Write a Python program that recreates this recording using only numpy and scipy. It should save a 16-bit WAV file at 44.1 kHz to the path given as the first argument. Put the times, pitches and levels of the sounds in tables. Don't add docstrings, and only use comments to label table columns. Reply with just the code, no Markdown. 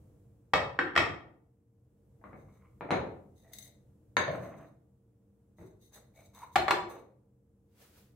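import sys
import numpy as np
from scipy import signal
from scipy.fft import rfft, irfft, next_fast_len
from scipy.io import wavfile
from scipy.ndimage import map_coordinates

SR = 44100
rng = np.random.default_rng(int(sys.argv[2]) if len(sys.argv) > 2 else 0)


def file_out(sig):
    cols = np.atleast_2d(sig).T
    lim = np.clip(cols, -1, 1)
    pcm = np.round(lim * 32767).astype(np.int16)
    wavfile.write(sys.argv[1], SR, pcm)


N = 359415


def knocks(hits, modes, knock, scatter_db, scatter_t60, modes_db, sustain, room_db, left_db):
    out, t = np.zeros((2, N)), np.arange(SR) / SR
    hz, width, mode_db = np.transpose(modes)[:, :, None]
    pulse = unit_energy(causal(knock))
    first = causal([(3500, -3.0), (11000, -12)])
    mode_chance_db = 1.5
    for s, db, thud_db, pitch_hz, lift_db, bright_db in hits:
        scatter = diffuse(SR) * amp(-60 * t / scatter_t60) * (1 - np.exp(-t / 0.00034))
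        push = amp(scatter_db) * unit_energy(scatter)
        push[:, :len(first)] += first
        blow = through(push, pulse)

        strength = width / hz * amp(mode_db + mode_chance_db * rng.standard_normal(hz.shape))
        spread = np.minimum(hz / 3000, 1) * rng.standard_normal((2, len(hz), 1))
        phase = rng.uniform(0, 2 * np.pi, hz.shape) + spread
        early = t[:SR // 4]
        decay = np.exp(-np.pi * width * early / sustain)
        ring = np.sum(strength * decay * np.sin(2 * np.pi * hz * early + phase), axis=1)
        onset = 1 - np.exp(-(early / 0.00057) ** 2)
        radiated = np.diff(ring * onset, prepend=0)
        blow[:, :len(early)] += amp(modes_db) * unit_energy(radiated)

        tilt = causal([(180, thud_db), (450, 0), (2000, 0), (6000, bright_db)])[:SR // 40]
        favoured = [(pitch_hz / np.sqrt(2), 0), (pitch_hz, lift_db), (pitch_hz * np.sqrt(2), 0)]
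        contact = np.convolve(tilt, causal(favoured)[:SR // 40])
        blow = 10 * amp(db) * through(blow, contact)
        add(out, s, blow + amp(room_db) * kitchen(blow))
    return out * amp([[left_db / 2], [-left_db / 2]])


def dishes():
    # start in seconds, relative level in dB, thud in dB, favoured pitch in Hz, its lift in dB,
    # brightness in dB.
    hits = [(.5352, -25, 0, 860, 4.5, 0), (.5372, -23.5, -0.5, 2504, 2, 3), (.7897, -27, 3, 1564, 10, -6.5),
            (.954, -38, -2, 1500, -4.5, 1.5), (.9625, -23, -5.5, 1450, 4, 1),
            (.9755, -26, -3, 2300, 7.5, 2), (.9773, -24.5, -1.5, 2567, 5, 6)]
    # frequency in Hz, width in Hz before sustain divides it, relative level in dB.
    modes = [(690, 60, -5), (722.2, 45, -3), (892, 15, -2.5), (1193, 50, 3.5), (1310, 70, 0.5),
             (1505, 18, -9), (1830, 60, 1.5), (1905, 88, 0), (2232, 34, 1), (2563, 15, 0), (3210, 30, -4),
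             (3754, 26, -9.5), (5442, 50, -14.5), (7200, 34, -22.5)]
    # frequency in Hz, relative spectral level in dB per Hz.
    knock = [(30, -33), (90, -14), (160, -15), (240, -22.5), (320, -13), (430, -19), (600, -15.5),
             (800, -8), (1500, -15.5), (1950, -13), (2700, -21.5), (3700, -26.5), (5400, -31),
             (6600, -43.5), (7700, -37), (8900, -48), (15000, -55)]
    return knocks(hits, modes, knock, scatter_db=3.5, scatter_t60=0.027, modes_db=5, sustain=0.75,
                  room_db=0, left_db=1.54)


def stack():
    # start in seconds, relative level in dB, thud in dB, favoured pitch in Hz, its lift in dB,
    # brightness in dB.
    hits = [(4.1678, -20.5, -3, 969, 5.6, 0), (4.279, -36.5, 14, 578, 11.7, -9.5),
            (4.294, -51.5, 17, 650, 8, -10)]
    # frequency in Hz, width in Hz before sustain divides it, relative level in dB.
    modes = [(574, 340, -7), (1091, 37, -9), (1850, 130, -23.5), (2760, 62, -22), (3570, 42, -35),
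             (4030, 67, -24.5), (4270, 13, -19.5), (4775, 46, -31), (6440, 88, -17), (7890, 12, -27.5),
             (9400, 30, -31), (12700, 44, -39)]
    # frequency in Hz, relative spectral level in dB per Hz.
    knock = [(30, -56.5), (90, -9.5), (160, -4), (250, -7.5), (400, -7.5), (550, 3), (1000, -0.5),
             (1400, 1.5), (1800, 10), (2500, -1.5), (3200, -9.5), (4000, -3), (5400, -31.5), (6500, -25),
             (7400, -37), (11000, -41), (12500, -27), (15000, -58.5)]
    return knocks(hits, modes, knock, scatter_db=4.0, scatter_t60=0.018, modes_db=1.0, sustain=0.87,
                  room_db=1.2, left_db=0.5)


def bowls():
    # start in seconds, relative level in dB, thud in dB, favoured pitch in Hz, its lift in dB,
    # brightness in dB.
    hits = [(6.557, -21, -7, 760, 1.2, 0), (6.5595, -26.5, 6, 750, 9.1, 9),
            (6.6812, -24, -10, 1150, 4.1, -3), (6.7078, -22, -3.5, 1150, 5.5, 5.5),
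            (6.7135, -30.5, 1, 800, 2.3, -3)]
    # frequency in Hz, width in Hz before sustain divides it, relative level in dB.
    modes = [(345, 35, -6.5), (357, 67, -4.5), (770, 43, -3), (783, 21, -11.5), (980, 12, -3),
             (1158, 61, -1), (1414, 27, -3), (1780, 15, -6), (2260, 50, -2), (2590, 40, -13),
             (3487, 67, -12.5), (4170, 35, -7.5), (6060, 63, -28.5), (7580, 53, -20.5), (8800, 130, -29),
             (13200, 200, -33.5)]
    # frequency in Hz, relative spectral level in dB per Hz.
    knock = [(30, -22), (90, -8.5), (240, -13.5), (350, -28), (520, -9), (760, 3), (1150, -3.5),
             (1700, -2.5), (2400, -7), (4100, -20), (5300, -26.5), (8000, -36.5), (10000, -37.5),
             (15000, -39.5)]
    return knocks(hits, modes, knock, scatter_db=5.5, scatter_t60=0.05, modes_db=2, sustain=1.3,
                  room_db=-3.5, left_db=1.1)


def cupboard():
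    # start in seconds, relative level in dB, thud in dB, favoured pitch in Hz, its lift in dB,
    # brightness in dB.
    hits = [(2.214, -67, 6, 800, 14, -27), (2.24, -51.5, 12, 1120, 7.5, -25),
            (2.331, -52, 12.5, 765, 2.5, -28), (2.809, -40, 3, 1960, 1, -9),
            (2.889, -41.5, -4, 716, 7, -29), (2.907, -26, -1, 990, 2, 4), (2.914, -30.5, 5, 1600, 5, 10.5),
            (5.585, -58, 21, 1920, 2, -29), (5.612, -59, 9, 380, 13, -16), (5.632, -73, 21, 374, 25, -8)]
    # frequency in Hz, width in Hz before sustain divides it, relative level in dB.
    modes = [(180, 180, -11), (353, 23, -26.5), (875, 110, -14.5), (1485, 29, -31), (2050, 58, -13),
             (3690, 68, -25), (4080, 60, -23.5), (4770, 100, -47), (6460, 58, -32.5), (7900, 60, -49),
             (9500, 70, -43)]
    # frequency in Hz, relative spectral level in dB per Hz.
    knock = [(30, -33), (70, -3), (120, -4.5), (195, 0), (270, -12), (400, -2), (620, 8), (950, 6.5),
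             (1400, -1), (2300, -3.5), (3200, -19), (4100, -18.5), (5500, -53), (15000, -54)]
    return amp(1.5) * knocks(hits, modes, knock, scatter_db=0.5, scatter_t60=0.14, modes_db=-2.9, sustain=0.45,
                             room_db=3.0, left_db=1.1)


def sliding(soft_hz=2800, room_db=-4):
    # frequency in Hz, width in Hz, relative level in dB.
    push_modes = [(151, 90, -7), (318, 63, -7.5), (670, 71, -1), (1074, 130, -6), (1470, 500, -8.5),
                  (2090, 250, -16)]
    # start in seconds, length in seconds, relative level in dB,
    # low resonance in Hz, high resonance in Hz, level of the high one against the low in dB, width in Hz.
    slides = [(2.227, 0.086, -68, 1100, 2220, -20, 218), (2.46, 0.2, -75, 1098, 2140, -5, 148),
              (3.413, .11, -71.5, 634, 1890, -5.5, 110), (3.51, .18, -75.5, 629, 2020, 1.5, 117),
              (5.91, 0.066, -63.5, 618, 1700, -7, 309), (6.133, 0.098, -68, 656, 2240, -3.5, 100),
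              (6.328, 0.11, -58, 975, 2180, -12.5, 150), (6.877, 0.09, -56, 374, 845, -0.5, 231)]
    # time of the peak in seconds, relative level in dB, pitch in Hz.
    squeaks = [(4.286, -32.5, 593.3), (6.433, -45, 983)]
    push_start_s, push_length_s, push_db, slowing_db_per_s = 4.3, 0.35, -47, 45.5
    squeak_s, squeak_knots_per_s = 0.0084, 120
    t = np.arange(N) / SR

    slowing = amp(push_db - slowing_db_per_s * np.maximum(t - push_start_s, 0))
    resonances = sum(amp(db) * slipping(hz, width) for hz, width, db in push_modes)
    out = slowing * stroke(push_start_s, push_length_s) * resonances
    for start, length, db, low_hz, high_hz, high_db, width_hz in slides:
        resonances = slipping(low_hz, width_hz) + amp(high_db) * slipping(high_hz, width_hz)
        out += amp(db) * stroke(start, length) * resonances
    for s, db, hz in squeaks:
        phase = 2 * np.pi * hz * t + wobble(squeak_knots_per_s, N)
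        out += amp(db) * np.exp(-((t - s) / squeak_s) ** 2) * np.sqrt(2) * np.sin(phase)
    out = filtered(np.array([out, out]), lambda hz: 1 / (1 + (hz / soft_hz) ** 6))
    return out + amp(room_db) * kitchen(out)


def slipping(hz, width_hz):
    slips_per_s, creep = 600, 0.071
    pole = np.exp((2j * np.pi * hz - np.pi * width_hz) / SR)
    slips = rng.standard_normal(N) * ((rng.random(N) < slips_per_s / SR) + creep)
    return unit(signal.lfilter([1, 0, -1], np.real(np.poly([pole, pole.conjugate()])), slips))


def rubbing(grains_per_s=900, grit_db=-4, catch_t60=0.024, rub_db=-2, room_db=-5):
    # start in seconds, length in seconds, relative level in dB.
    rubs = [(2.235, .05, -82.5), (2.352, 0.047, -71.5), (2.47, 0.099, -79), (3.349, 0.22, -68),
            (3.515, 0.13, -56.5), (4.296, .18, -62.5), (4.508, 0.16, -72), (5.564, 0.11, -66.5),
            (5.79, 0.09, -69.5), (5.918, 0.042, -54.5), (6.132, 0.13, -64.5), (6.328, 0.11, -58),
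            (6.51, 0.032, -63), (6.88, 0.075, -58.5)]
    # time of the peak in seconds, relative level in dB.
    catches = [(3.535, -38), (3.586, -39.5), (3.626, -48), (3.676, -51.5), (6.348, -57), (6.389, -56.5)]
    # frequency in Hz, width in Hz, relative level in dB.
    rub_modes = [(3720, 70, -2.5), (4130, 20, -3.5), (4934, 58, -19), (6310, 61, -2), (7920, 60, -6),
                 (9575, 74, -6.5), (9200, 41, -5.5), (12700, 260, -11), (14870, 130, -8.5)]
    # frequency in Hz, relative level in dB per Hz.
    rub_colour = [(500, -35.5), (1200, -21.5), (2100, 8.5), (3000, -54), (3900, 12), (5200, -8.5),
                  (6400, 6), (8500, -14.5), (9600, -8.5), (11300, -2.5), (12800, -3), (15800, -4)]
    t = np.arange(N) / SR
    force = sum(amp(rub_db + db) * stroke(start, length) for start, length, db in rubs)
    for s, db in catches:
        rise = np.clip((t - s) / 0.0029 + 1, 0, 1)
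        force = force + rise * amp(db - 60 * np.abs(t - s) / catch_t60)

    grains = (rng.random(N) < grains_per_s / SR) * rng.standard_normal((2, N))
    slips = unit(grains) + 1.01 * rng.standard_normal((2, N))
    short = t[:SR // 8]
    ring = sum(width * amp(db) * np.exp(-np.pi * width * short) * np.cos(2 * np.pi * hz * short)
               for hz, width, db in rub_modes)
    drive = slips * force
    grit = through(drive, unit_energy(causal(rub_colour)))
    rub = through(drive, unit_energy(ring)) + amp(grit_db) * grit
    return 0.35 * amp([[1], [-1]]) * (rub + amp(room_db) * kitchen(rub))


def stroke(start, length):
    attack_s, release_db_per_s = 0.029, 329
    grip_db, grip_knots_per_s = 3, 45
    t = np.arange(N) / SR - start
    waver_db = grip_db * wobble(grip_knots_per_s, N)
    return np.clip(t / attack_s, 0, 1) * amp(waver_db - release_db_per_s * np.clip(t - length, 0, 1))


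def wobble(per_s, size):
    at = np.arange(size) * per_s / SR
    return map_coordinates(rng.standard_normal(1024), [at], mode="wrap")


def kitchen(x, build_s=.005):
    # frequency in Hz, time to fall by 60 dB in seconds.
    room_t60 = [(70, 0.96), (200, 0.65), (450, 0.63), (1000, 0.5), (2000, 0.41), (5000, .36), (12000, 0.28)]
    # frequency in Hz, relative level in dB.
    room_gain = [(40, 9.5), (70, 14), (105, 7), (150, 12.5), (205, 8.5), (260, -1), (340, 9), (500, 9.5),
                 (800, 0.5), (2000, 1), (6000, 2), (14000, 0)]
    hz, t, z = signal.stft(diffuse(SR), SR, nperseg=256)
    t60 = along(room_t60, hz)[:, None]
    even_energy = np.sqrt(2 * np.log(1000) / (t60 * SR))
    fade = amp(along(room_gain, hz)[:, None] - 60 * t / t60) * even_energy
    tail = signal.istft(z * fade, SR, nperseg=256)[1][:, :SR]
    return through(x, tail * (1 - np.exp(-(np.arange(SR) / SR / build_s) ** 2)))


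def diffuse(size):
    # frequency in Hz, correlation of left and right (no unit).
    room_alike = [(120, 0.94), (270, 0.69), (500, 0.54), (1500, 0.25), (5000, 0.033)]

    def mid_side(hz):
        angle = np.arccos(np.clip(along(room_alike, hz), -1, 1)) / 2
        return np.array([np.cos(angle), np.sin(angle)])

    mid, side = filtered(rng.standard_normal((2, size)), mid_side)
    return np.array([mid + side, mid - side])


def background(air_db=1, hum_db=-1, hiss_db=1):
    # time in seconds, level in dB before air_db.
    air_level = [(0, -58), (.45, -64), (1.7, -70), (2.3, -61), (3.9, -63), (5.1, -68), (6.3, -63),
                 (7.4, -69.5), (7.9, -65.5)]
    # frequency in Hz, relative level in dB per Hz.
    air_colour = [(22, -33), (45, -8), (70, -2.5), (130, 1), (165, -14), (200, -1.5), (250, -21), (300, -9),
                  (400, -19.5), (470, -14), (600, -23.5), (1000, -33), (2000, -43.5), (4500, -50.5),
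                  (7500, -44.5), (15800, -47)]
    # frequency in Hz, level in dB before hum_db.
    hum_partials = [(123.5, -75), (200, -78), (240, -82), (297, -81), (461, -78.5)]
    # time of the peak in seconds, level in dB before hiss_db.
    hiss_swells = [(7.821, -60), (7.98, -64)]
    # frequency in Hz, relative level in dB per Hz.
    hiss_colour = [(180, -38.5), (300, -9), (477, -9.5), (896, -15.5), (1020, -15.5), (8990, -22),
                   (11900, -21), (15800, -19.5)]
    rise_db_per_s, fall_db_per_s = 230, 115.5
    t = np.arange(N) / SR
    air = unit(filtered(diffuse(N), lambda hz: amp(along(air_colour, hz))))
    hiss = unit(filtered(diffuse(N), lambda hz: amp(along(hiss_colour, hz))))
    swell = sum(amp(db - np.maximum(rise_db_per_s * (s - t), fall_db_per_s * (t - s))) for s, db in hiss_swells)
    hum = sum(np.sqrt(2) * amp(db) * np.sin(2 * np.pi * (hz * t + rng.random())) for hz, db in hum_partials)
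    return amp(air_db) * level(air_level) * air + amp(hum_db) * hum + amp(hiss_db) * swell * hiss


def amp(db):
    return 10 ** (np.asarray(db) / 20)


def unit(x):
    return x / np.sqrt(np.mean(x ** 2) + 1e-20)


def unit_energy(x):
    return unit(x) / np.sqrt(x.shape[-1])


def along(points, hz):
    f, v = np.transpose(points)
    return np.interp(np.log(hz + 1), np.log(f + 1), v)


def level(rows):
    s, db = np.transpose(rows)
    return amp(np.interp(np.arange(N) / SR, s, db))


def filtered(x, response):
    n = x.shape[-1]
    m = next_fast_len(n + 8192)
    return irfft(rfft(x, m) * response(np.fft.rfftfreq(m, 1 / SR)), m)[..., :n]


def causal(points, size=4096):
    cepstrum = irfft(np.log(amp(along(points, np.fft.rfftfreq(size, 1 / SR)))))
    cepstrum[1:size // 2] *= 2
    cepstrum[size // 2 + 1:] = 0
    return irfft(np.exp(rfft(cepstrum)))


def through(x, response):
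    return signal.fftconvolve(x, np.atleast_2d(response), axes=1)[:, :x.shape[1]]


def add(out, s, x):
    part = out[:, round(s * SR):][:, :x.shape[1]]
    part += x[:, :part.shape[1]]


def scene():
    return dishes() + stack() + bowls() + cupboard() + sliding() + rubbing() + background()


def record(dry, mono_hz=260, rumble_hz=32, top_hz=15800):
    left, right = signal.sosfilt(signal.butter(2, rumble_hz, "highpass", fs=SR, output="sos"), dry)
    mid, side = (left + right) / 2, (left - right) / 2
    side = filtered(side, lambda hz: hz / np.hypot(hz, mono_hz))
    stereo = np.array([mid + side, mid - side])
    return filtered(stereo, lambda hz: 1 / np.sqrt(1 + (hz / top_hz) ** 200))


dry = scene()
out = record(dry)
file_out(out)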